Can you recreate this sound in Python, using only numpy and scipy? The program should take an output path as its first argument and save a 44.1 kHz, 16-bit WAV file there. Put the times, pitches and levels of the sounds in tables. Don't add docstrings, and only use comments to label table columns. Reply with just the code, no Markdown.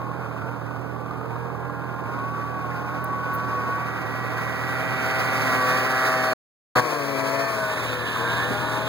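import sys
import numpy as np
from scipy import signal
from scipy.fft import rfft, irfft, next_fast_len
from scipy.io import wavfile
from scipy.ndimage import uniform_filter1d

SR = 44100
rng = np.random.default_rng(int(sys.argv[2]) if len(sys.argv) > 2 else 0)


def generate_wav(sig):
    pcm = np.round(np.clip(np.atleast_2d(sig).T, -1, 1) * 32767).astype(np.int16)
    wavfile.write(sys.argv[1], SR, pcm)


N = 391608
TIME, FREQ = np.arange(N) / SR, np.fft.rfftfreq(N, 1 / SR)


def amp(db):
    return 10 ** (np.asarray(db) / 20)


def unit(x):
    return x / np.sqrt(np.mean(x ** 2) + 1e-20)


def curves(rows):
    s, *columns = np.transpose(rows)
    return [np.interp(TIME, s, c) for c in columns]


def spectra(rows):
    hz, *columns = np.transpose(rows)
    return amp([np.interp(np.log(FREQ + 1), np.log(hz), c) for c in columns])


def filtered(x, gain):
    size = next_fast_len(N, True)
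    hz = np.fft.rfftfreq(size, 1 / SR)
    return irfft(rfft(x, size) * np.interp(hz, FREQ, gain), size)[..., :N]


def wander(rate, times=TIME):
    steps = rng.standard_normal(4096)
    return unit(np.interp(times * rate, np.arange(len(steps)), steps))


def panned(x, lead_db):
    ratio = amp(lead_db)
    return np.array([x * ratio, x]) * np.sqrt(2 / (1 + ratio ** 2))


# (t/s, f/Hz)
THROTTLE_REVS = [(0.0, 121.3), (0.13, 120.3), (0.3, 105.7), (0.52, 117), (0.65, 118.1), (0.94, 103.2),
                 (1.34, 116.7), (2.07, 117.5), (2.32, 126.1), (2.51, 127), (2.78, 118), (3.06, 125.7),
                 (3.27, 123.3), (3.47, 126.3), (3.68, 122.8), (3.9, 128.4), (5.41, 129.7), (5.67, 126.7),
                 (5.9, 130), (6.78, 125.5), (7.0, 113), (7.17, 109.1), (7.45, 112), (7.64, 106.6),
                 (7.95, 99.9), (8.22, 92.04), (8.58, 102.8), (8.88, 106.9)]
INERTIA_S = 0.088


def crank():
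    return uniform_filter1d(curves(THROTTLE_REVS)[0], int(INERTIA_S * SR), mode="nearest")


# (t/s, 0 far ahead, 1 approaching, 2 alongside, 3 from behind)
SLED_ASPECT = [(3.5, 0.49), (4.6, 0.97), (6.6, 1.3), (6.9, 2.1), (7.45, 2), (7.85, 3.042)]


def facing():
    side, = curves(SLED_ASPECT)
    return np.array([np.maximum(1 - abs(side - k), 0) for k in range(4)])


# (t/s, exhaust level/dB, churning track level/dB)
SLED_PASS = [(0, -41, -41), (.85, -46, -41), (1.7, -39.5, -42), (2.25, -39.5, -37.5), (2.75, -38.5, -37.5),
             (3.05, -35.5, -37), (4.6, -34, -32.5), (5.1, -27, -29.5), (5.6, -27.5, -27.5),
             (6.1, -25.5, -26.5), (6.9, -32, -31), (7.65, -29.5, -31), (8.0, -31, -32.5),
             (8.35, -25.5, -30), (8.6, -29.5, -30), (8.88, -31, -30)]
# (f/Hz, half width/Hz where it is 9 dB down,
# level/dB far ahead, approaching, alongside, from behind)
PIPE_RESONANCES = [(250, 38, -23.5, -12, -10.5, -11.5), (461, 50, -6.5, -9, -5.5, -9.5),
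                   (631, 60, -16, -15.5, -4.5, -13.5), (822, 59, -3.5, -12.5, -18, -21),
                   (963, 72, -20, -16, -12.5, -11), (1093, 147, -4.5, -13, -6.5, -8),
                   (1307, 120, -39, -14, -12, -33), (1455, 86, 2, -8.5, -22, -8.5),
                   (1617, 76, -35, -7, -8.5, -11), (1772, 45, -63, -11.5, -14, -9),
                   (2040, 73, -31, -15.5, -17.5, -21.5), (2270, 420, -42.5, -11.5, -15, -31),
                   (2820, 589, -50, -23.5, -37, -42), (4361, 67, -56, -23.5, -16, -58)]
# (order, f/Hz, half width/Hz where it is
# 9 dB down, level/dB far ahead, approaching, alongside, from behind)
TUNED_WHINES = [(3, 385, 43, -32, -18.5, -10.5, -13), (4, 508, 19, -30, -21.5, -4.5, -9),
                (4, 459, 20, -3.5, -32, -22, -20), (5, 645, 35, -26, -11.5, -29, -26.5),
                (6, 775, 90, -20, -9.5, -4, -28), (6, 655, 38, -28, -28, -10, -3.5),
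                (8, 930, 45, -5, -24.5, -21, -25), (9, 1116, 59, 9.5, -5.5, -9, -12),
                (12, 1500, 56, -1, -14.5, -16.5, -23), (14, 1640, 27, -3.5, -25, -21.5, -14),
                (15, 1945, 90, -29, -8.5, -29.5, -24), (17, 1660, 43, -29, -30, -20, -8)]
# (t/s, length/s, order, level/dB)
ORDER_SURGES = [(0.457, .2, 12, -41), (.48, 0.25, 8, -45), (1.1, 0.44, 11, -43), (1.328, 0.43, 8, -42),
                (1.454, 0.65, 4, -46.5), (2.168, 0.36, 8, -41), (2.35, 0.75, 9, -39), (2.743, 0.53, 6, -46),
                (3.652, 0.31, 4, -43.5), (4.45, 1.6, 15, -40.5), (5.36, .2, 9, -34), (5.42, .3, 17, -42.5),
                (5.548, .5, 8, -35), (5.575, 0.63, 15, -35), (5.62, 0.66, 7, -47), (5.63, .25, 12, -36),
                (5.667, 0.31, 9, -26), (5.704, 0.28, 4, -35.5), (5.702, .3, 14, -39.5),
                (5.997, .3, 10, -34), (6.02, .2, 11, -37), (6.048, 0.43, 13, -35.5), (6.08, .3, 16, -42),
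                (6.102, 0.455, 14, -35.5), (6.123, 0.67, 9, -32), (6.167, 0.46, 5, -30.5),
                (6.8, .25, 4, -35.5), (6.84, 0.35, 9, -37.5), (6.9, .15, 5, -38), (7.022, .2, 10, -38),
                (7.2, 0.22, 7, -42), (7.27, .3, 12, -50), (7.302, .3, 18, -42), (7.333, 0.38, 8, -40),
                (7.38, 0.31, 6, -30), (7.43, .27, 16, -38), (7.495, .3, 11, -39), (7.657, .26, 6, -32.5),
                (7.652, .25, 9, -37.5), (7.646, .2, 14, -33.5), (7.85, .3, 18, -46), (7.955, 0.29, 5, -40),
                (8.1, 0.22, 18, -34), (8.22, .16, 12, -41), (8.254, 0.22, 7, -41), (8.36, .16, 16, -34),
                (8.426, 0.16, 18, -33.5), (8.55, .15, 6, -41), (8.55, .15, 4, -43), (8.7, 0.62, 8, -36.5),
                (8.7, .35, 11, -38), (8.75, .3, 10, -38.5)]
# (t/s, level/dB at SOAK_HZ)
SNOW_SOAK = [(2, -14), (3.7, -5.5), (4.6, 0)]
SOAK_HZ = 3000
PLUME_FADING_DB, PLUME_FADING_RATE = 1.8, 11


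def exhaust(turns, sides, buzz_db=-0.92, whine_db=0.3, fundamental_db=-22, flutter_db=2.25,
            whine_flutter_db=1.56, flutter_rate=14, fading_db=2.1, fading_rate=3.5, count=40):
    step = 256
    slow, crank_hz, sides = TIME[::step], crank()[::step], sides[:, ::step]
    level, soak = curves(SLED_PASS)[0][::step], curves(SNOW_SOAK)[0][::step]
    plume = sides[-1] + sides[-2]
    pipe = np.array(PIPE_RESONANCES)
    centre, width = pipe[:, :1], pipe[:, 1:2]
    heard = amp(pipe[:, 2:]) @ sides

    heights = {1: amp(level + fundamental_db)}
    for k in range(2, count):
        power = heard ** 2 / (1 + ((k * crank_hz - centre) / width) ** 2) ** 3
        waver = flutter_db * wander(flutter_rate, slow) + fading_db * wander(fading_rate, slow)
        waver = waver + PLUME_FADING_DB * plume * wander(PLUME_FADING_RATE, slow)
        loss = soak * (k * crank_hz / SOAK_HZ) ** 3
        heights[k] = amp(level + buzz_db + waver + loss) * np.sqrt(power.sum(0))

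    for k, hz, width, *side_db in TUNED_WHINES:
        tuned = (1 + ((k * crank_hz - hz) / width) ** 2) ** -1.5
        flutter = whine_flutter_db * wander(flutter_rate, slow)
        whine = amp(level + whine_db + flutter) * tuned * (amp(side_db) @ sides)
        heights[k] = np.hypot(heights[k], whine)

    for s, length, k, db in ORDER_SURGES:
        flutter = whine_flutter_db * wander(flutter_rate, slow)
        surge = amp(db + flutter) * np.exp(-(2 * (slow - s) / length) ** 2)
        heights[k] = np.hypot(heights[k], surge)

    angle = (2 * np.pi * (turns % 1)).astype(np.float32)
    out = np.zeros(N)
    for k, height in heights.items():
        out += np.interp(TIME, slow, height) * np.sin(k * angle + 2 * np.pi * rng.random())
    return np.sqrt(2) * out


# (f/Hz, level/dB)
RASP_COLOUR = [(2200, -16), (2600, -1), (2950, 3.5), (3300, -2.5), (3700, -1.5), (4200, -7.5), (5000, -19),
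               (7000, -24)]
# (level/dB far ahead, approaching, alongside, from behind)
RASP_BY_SIDE = [-32, -23, -35.5, -11.5]


def rasp(turns, sides, puff_decay=.4, lumps_db=2.5):
    puffs = rng.standard_normal(N) * (.5 + np.exp(-(turns % 1) / puff_decay))
    level = curves(SLED_PASS)[0] + np.array(RASP_BY_SIDE) @ sides + lumps_db * wander(40)
    return amp(level) * unit(filtered(puffs, spectra(RASP_COLOUR)[0]))


# (f/Hz, level/dB far ahead, approaching, alongside, from behind)
CHURN_COLOURS = [(60.6, -30, -38.5, -35, -44), (149.4, 2, -4, -18.5, -18), (298.9, 1.5, -10, -3.5, -2),
                 (524, -5, -2, 3, -1.5), (820, 0.5, -4.5, -2, -5), (1086, 1.5, -1, 1.5, 0),
                 (1516, 1, 4.5, -4, -1), (1720, -38, -2, -3, 0.5), (1940, -24, -3.5, -5, -7),
                 (2530, -4.5, -5.5, -1, -1.5), (2880, -17.5, -12, -14.5, -21), (4460, -48, -32, -23, -25.5)]
# (f/Hz, level/dB far ahead, approaching, alongside, from behind)
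SPRAY_COLOURS = [(1494, -26, -22.5, -35.5, -27.5), (2240, 7, 4.5, -13, -6.5), (2760, 5, 3, 2.5, -4),
                 (3220, -2.5, -3, 3, 1), (3700, 3.5, 5.5, -1.5, 9), (4300, 0, 1, 7, 0),
                 (4760, 4.5, 6, 3, -1), (5320, 9, 3.5, 5.5, -1), (7800, -10.5, -7, -9.5, -9.5),
                 (8980, -7.5, -3.5, -3.5, -4.5), (12270, -3.5, -6, -16, -21.5),
                 (15500, -6, -3, -13.5, -12.5)]
# (level/dB far ahead, approaching, alongside, from behind)
SPRAY_BY_SIDE = [0.5, 1.3, 3.1, 4.4]
SPRAY_NEAR_DB, CHURN_NEAR_DB, SPRAY_DB_PER_DB = -38, -27, 1.67


def snow(turns, sides, churn_db=1.5, spray_db=1, pulsing=0.071, lumps_db=1.16, grain_db=0.1, drifts_db=1.0):
    throb = unit(1 + pulsing * np.cos(2 * np.pi * turns) + pulsing * np.cos(4 * np.pi * turns) / 2)
    lumps = amp(lumps_db * wander(45) + grain_db * wander(400))
    churn = curves(SLED_PASS)[1] + drifts_db * np.tanh(wander(6.6))
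    spray = SPRAY_NEAR_DB + SPRAY_DB_PER_DB * (churn - CHURN_NEAR_DB) + np.array(SPRAY_BY_SIDE) @ sides
    layers = [(churn + churn_db, CHURN_COLOURS, .25), (spray + spray_db, SPRAY_COLOURS, .6)]
    out = np.zeros((2, N))
    for level, colours, spread in layers:
        noise = rng.standard_normal(N) + spread * rng.standard_normal((2, N))
        noise = noise * throb * lumps
        coloured = sum(side * unit(filtered(noise, colour)) for side, colour in zip(sides, spectra(colours)))
        out += amp(level) * coloured
    return out


# (t/s, hum level/dB)
TRACK_EXPOSED = [(6.3, -56), (6.76, -39.5), (7.08, -32.5), (7.42, -34.5), (7.52, -44.5), (8.3, -45)]
# (multiple of the lug rate, level/dB)
LUG_PARTIALS = [(1, -6.5), (2, -1.5), (3, -5.5), (4, -3)]
LUGS_PER_TURN, CLUTCH_LAG_S = 1.245, 0.0397


def track(flutter_db=0.0):
    level, = curves(TRACK_EXPOSED)
    lug_hz = LUGS_PER_TURN * np.interp(TIME - CLUTCH_LAG_S, TIME, crank())
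    lugs = np.cumsum(lug_hz) / SR + .022 * wander(30)
    out = np.zeros(N)
    for k, db in LUG_PARTIALS:
        height = amp(level + db + flutter_db * wander(23))
        out += height * np.sin(2 * np.pi * (k * lugs + rng.random()))
    return np.sqrt(2) * out


# (f/Hz, left-right level/dB far ahead, approaching,
# alongside, from behind)
SLED_BALANCE = [(150, -0.5, 0.5, 6, 9), (298.1, -10, 0, 12, 3.5), (713.5, 3, 3, 9, 4),
                (1110, 2.5, 0.5, 5.5, 1.5), (1678, -4.5, 0.5, -11.5, -3), (1850, 2, -5.5, -3, -13.5),
                (2350, -4.5, -17, 16.5, -4.5), (3000, -15, -18, 19, 3), (3410, 1, 2.5, 3.5, -6.5),
                (4100, 1.5, -0.5, -1, 0)]
PLUME_TURNS, PLUME_RATE = .0065, 35


def rider():
    sides = facing()
    turns = np.cumsum(crank()) / SR + .003 * wander(130) + .0035 * wander(22)
    turns = turns + PLUME_TURNS * wander(PLUME_RATE) * (sides[-1] + sides[-2] / 2)
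    sound = exhaust(turns, sides) + rasp(turns, sides) + track() + snow(turns, sides)
    out = np.zeros((2, N))
    for side, ratio in zip(sides, spectra(SLED_BALANCE)):
        right = np.sqrt(2 / (1 + ratio ** 2))
        out += side * np.array([filtered(sound[0], ratio * right), filtered(sound[1], right)])
    return out


# (t/s, level/dB, left-right level/dB)
IDLER_PLACE = [(0, -35, -21), (5.5, -35, -30.5), (6.3, -40.5, -11.5), (6.78, -40.5, -6.5), (6.9, -52.5, -1),
               (7.9, -38, 10.5), (8.2, -38.5, 15), (8.35, -35.5, 11.5)]
# (multiple of the firing rate, level/dB)
IDLER_ORDERS = [(2, -14.5), (2.5, -38), (3, -1), (3.5, -18), (4, -8), (4.5, -28.5), (5, -11.5),
                (5.5, -25.5), (6, -18), (7, -10)]
# (f/Hz, level/dB)
PUFF_COLOUR = [(45, -42.5), (75, -14.5), (125, -2.5), (200, -2), (290, 0.5), (420, 2), (600, 0.5), (850, 0),
               (1300, -12.5), (1800, -50), (4000, -65)]
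# (f/Hz, level/dB)
KNOCK_COLOUR = [(500, -18), (900, -3.5), (1150, 7), (1450, -12.5), (1900, -15.5), (4000, -30), (9000, -40)]
IDLE_HZ, HUNT_HZ, HUNTS_PER_S = 40.08, .7, 5.5


def idler(hum_db=0, puff_db=-1, knock_db=-7.5, uneven=.03, flutter_db=1.5, puff_decay=.45,
          puff_pan=1.0, knock_pan=0.064):
    rate = IDLE_HZ + HUNT_HZ * wander(HUNTS_PER_S)
    level, pan = curves(IDLER_PLACE)
    firings = np.cumsum(rate) / SR + uneven * wander(25)

    hum = np.zeros(N)
    for k, db in IDLER_ORDERS:
        hum += amp(db + flutter_db * wander(20)) * np.sin(2 * np.pi * (k * firings + rng.random()))
    hum *= np.sqrt(2)

    puffs = rng.standard_normal(N) * (0.99 + np.exp(-(firings % 1) / puff_decay))
    puffs = unit(filtered(puffs, spectra(PUFF_COLOUR)[0]))

    stroke = firings + .25
    strength = (rng.uniform(.55, 1, 800) * np.tile([.5, 1], 400))[stroke.astype(int)]
    knocks = rng.standard_normal(N) * strength * np.exp(-(stroke % 1) / .22)
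    knocks = unit(filtered(knocks, spectra(KNOCK_COLOUR)[0]))

    out = panned(amp(hum_db) * hum, pan)
    out += panned(amp(puff_db) * puffs, puff_pan * pan)
    out += panned(amp(knock_db) * knocks, knock_pan * pan)
    return amp(level) * out


# (t/s, ring f/Hz, decay/s, level/dB at the strike)
SHARP_CLACKS = [(0.221, 1150, .002, -22), (0.421, 1200, .002, -22), (0.71, 1150, .002, -23),
                (1.061, 1100, .0025, -21.5), (1.111, 1150, .0025, -21.5), (1.213, 1150, .0025, -21.5),
                (1.364, 1200, .0025, -21), (1.413, 1100, .002, -22), (6.7605, 1150, .0011, -10.5),
                (8.162, 1200, .003, -14.5), (8.242, 1500, .002, -16), (8.251, 1400, .002, -16),
                (8.426, 1500, .0015, -15)]


def clacks():
    out, t = np.zeros(N), np.arange(1024) / SR
    for s, hz, decay, db in SHARP_CLACKS:
        start = round(s * SR)
        out[start:start + len(t)] += amp(db) * np.exp(-t / decay) * np.sin(2 * np.pi * hz * t)
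    return out


# (t/s, length/s, centre f/Hz, width/octaves, level/dB, left-right level/dB)
NOISE_BURSTS = [(2.719, .025, 1950, .17, -38, 0), (3.044, .007, 13500, .5, -34, 0),
                (3.349, .03, 13500, .28, -39.5, 0), (6.78, .04, 1400, .5, -28, 0),
                (8.515, .035, 250, .6, -27, -4)]


def bursts(size=8192):
    out = np.zeros((2, N))
    t, bins = (np.arange(size) - size / 2) / SR, np.fft.rfftfreq(size, 1 / SR)
    for s, length, hz, octaves, db, pan in NOISE_BURSTS:
        band = np.exp(-(np.log2((bins + 1) / hz) / octaves) ** 2 / 2)
        noise = unit(irfft(rfft(rng.standard_normal(size)) * band))
        swell = noise * np.exp(-(2 * t / length) ** 2)
        start = round(s * SR) - size // 2
        out[:, start:start + size] += panned(amp(db) * swell, pan)
    return out


# (f/Hz, level/dB)
HISS_COLOUR = [(1500, -1), (2800, 0.5), (3500, 2), (4800, 2), (7000, -5.5), (15000, -4.5)]
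HISS_DB = -58


def hiss():
    noise = rng.standard_normal(N) + rng.standard_normal((2, N))
    return amp(HISS_DB) * unit(filtered(noise, spectra(HISS_COLOUR)[0]))


def scene():
    return rider() + idler() + clacks() + bursts() + hiss()


# (t/s, gain)
CUT_AND_JOLT = [(6.332, 1), (6.336, 0), (6.753, 0), (6.756, 1.4), (6.762, 2.5), (6.797, 2.4), (6.808, 1)]
# (f/Hz, lead/half turns)
LEFT_LEAD = [(0, .4), (350, .3), (700, .04), (1650, 0), (2250, -.9), (2756.25, -1), (4134.375, 0),
             (22050, 13)]
PORT_HZ, WIDE_SHARE = 1378.125, .66
EDGE_HZ = 15850


def record(dry):
    step, within = np.divmod(FREQ / PORT_HZ, 1)
    turning = np.clip((within - .5) / WIDE_SHARE + .5, 0, 1)
    treble = FREQ > 1.5 * PORT_HZ
    lead_hz = np.where(treble, PORT_HZ * (step + turning), FREQ)
    lead = np.pi * np.interp(lead_hz, *np.transpose(LEFT_LEAD))
    width = np.where(treble, np.maximum(np.sin(np.pi * turning), 0) ** .5 + .03, 1)
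    mid, side = dry.mean(0), filtered((dry[0] - dry[1]) / 2, width)
    left, right = mid + side, filtered(mid - side, np.exp(-1j * lead))
    wide = np.array([left, right]) * curves(CUT_AND_JOLT)[0]
    lowpass = signal.firwin(801, EDGE_HZ, window=("kaiser", 9), fs=SR)
    return signal.oaconvolve(wide, lowpass[None], "same")


dry = scene()
out = record(dry)
generate_wav(out)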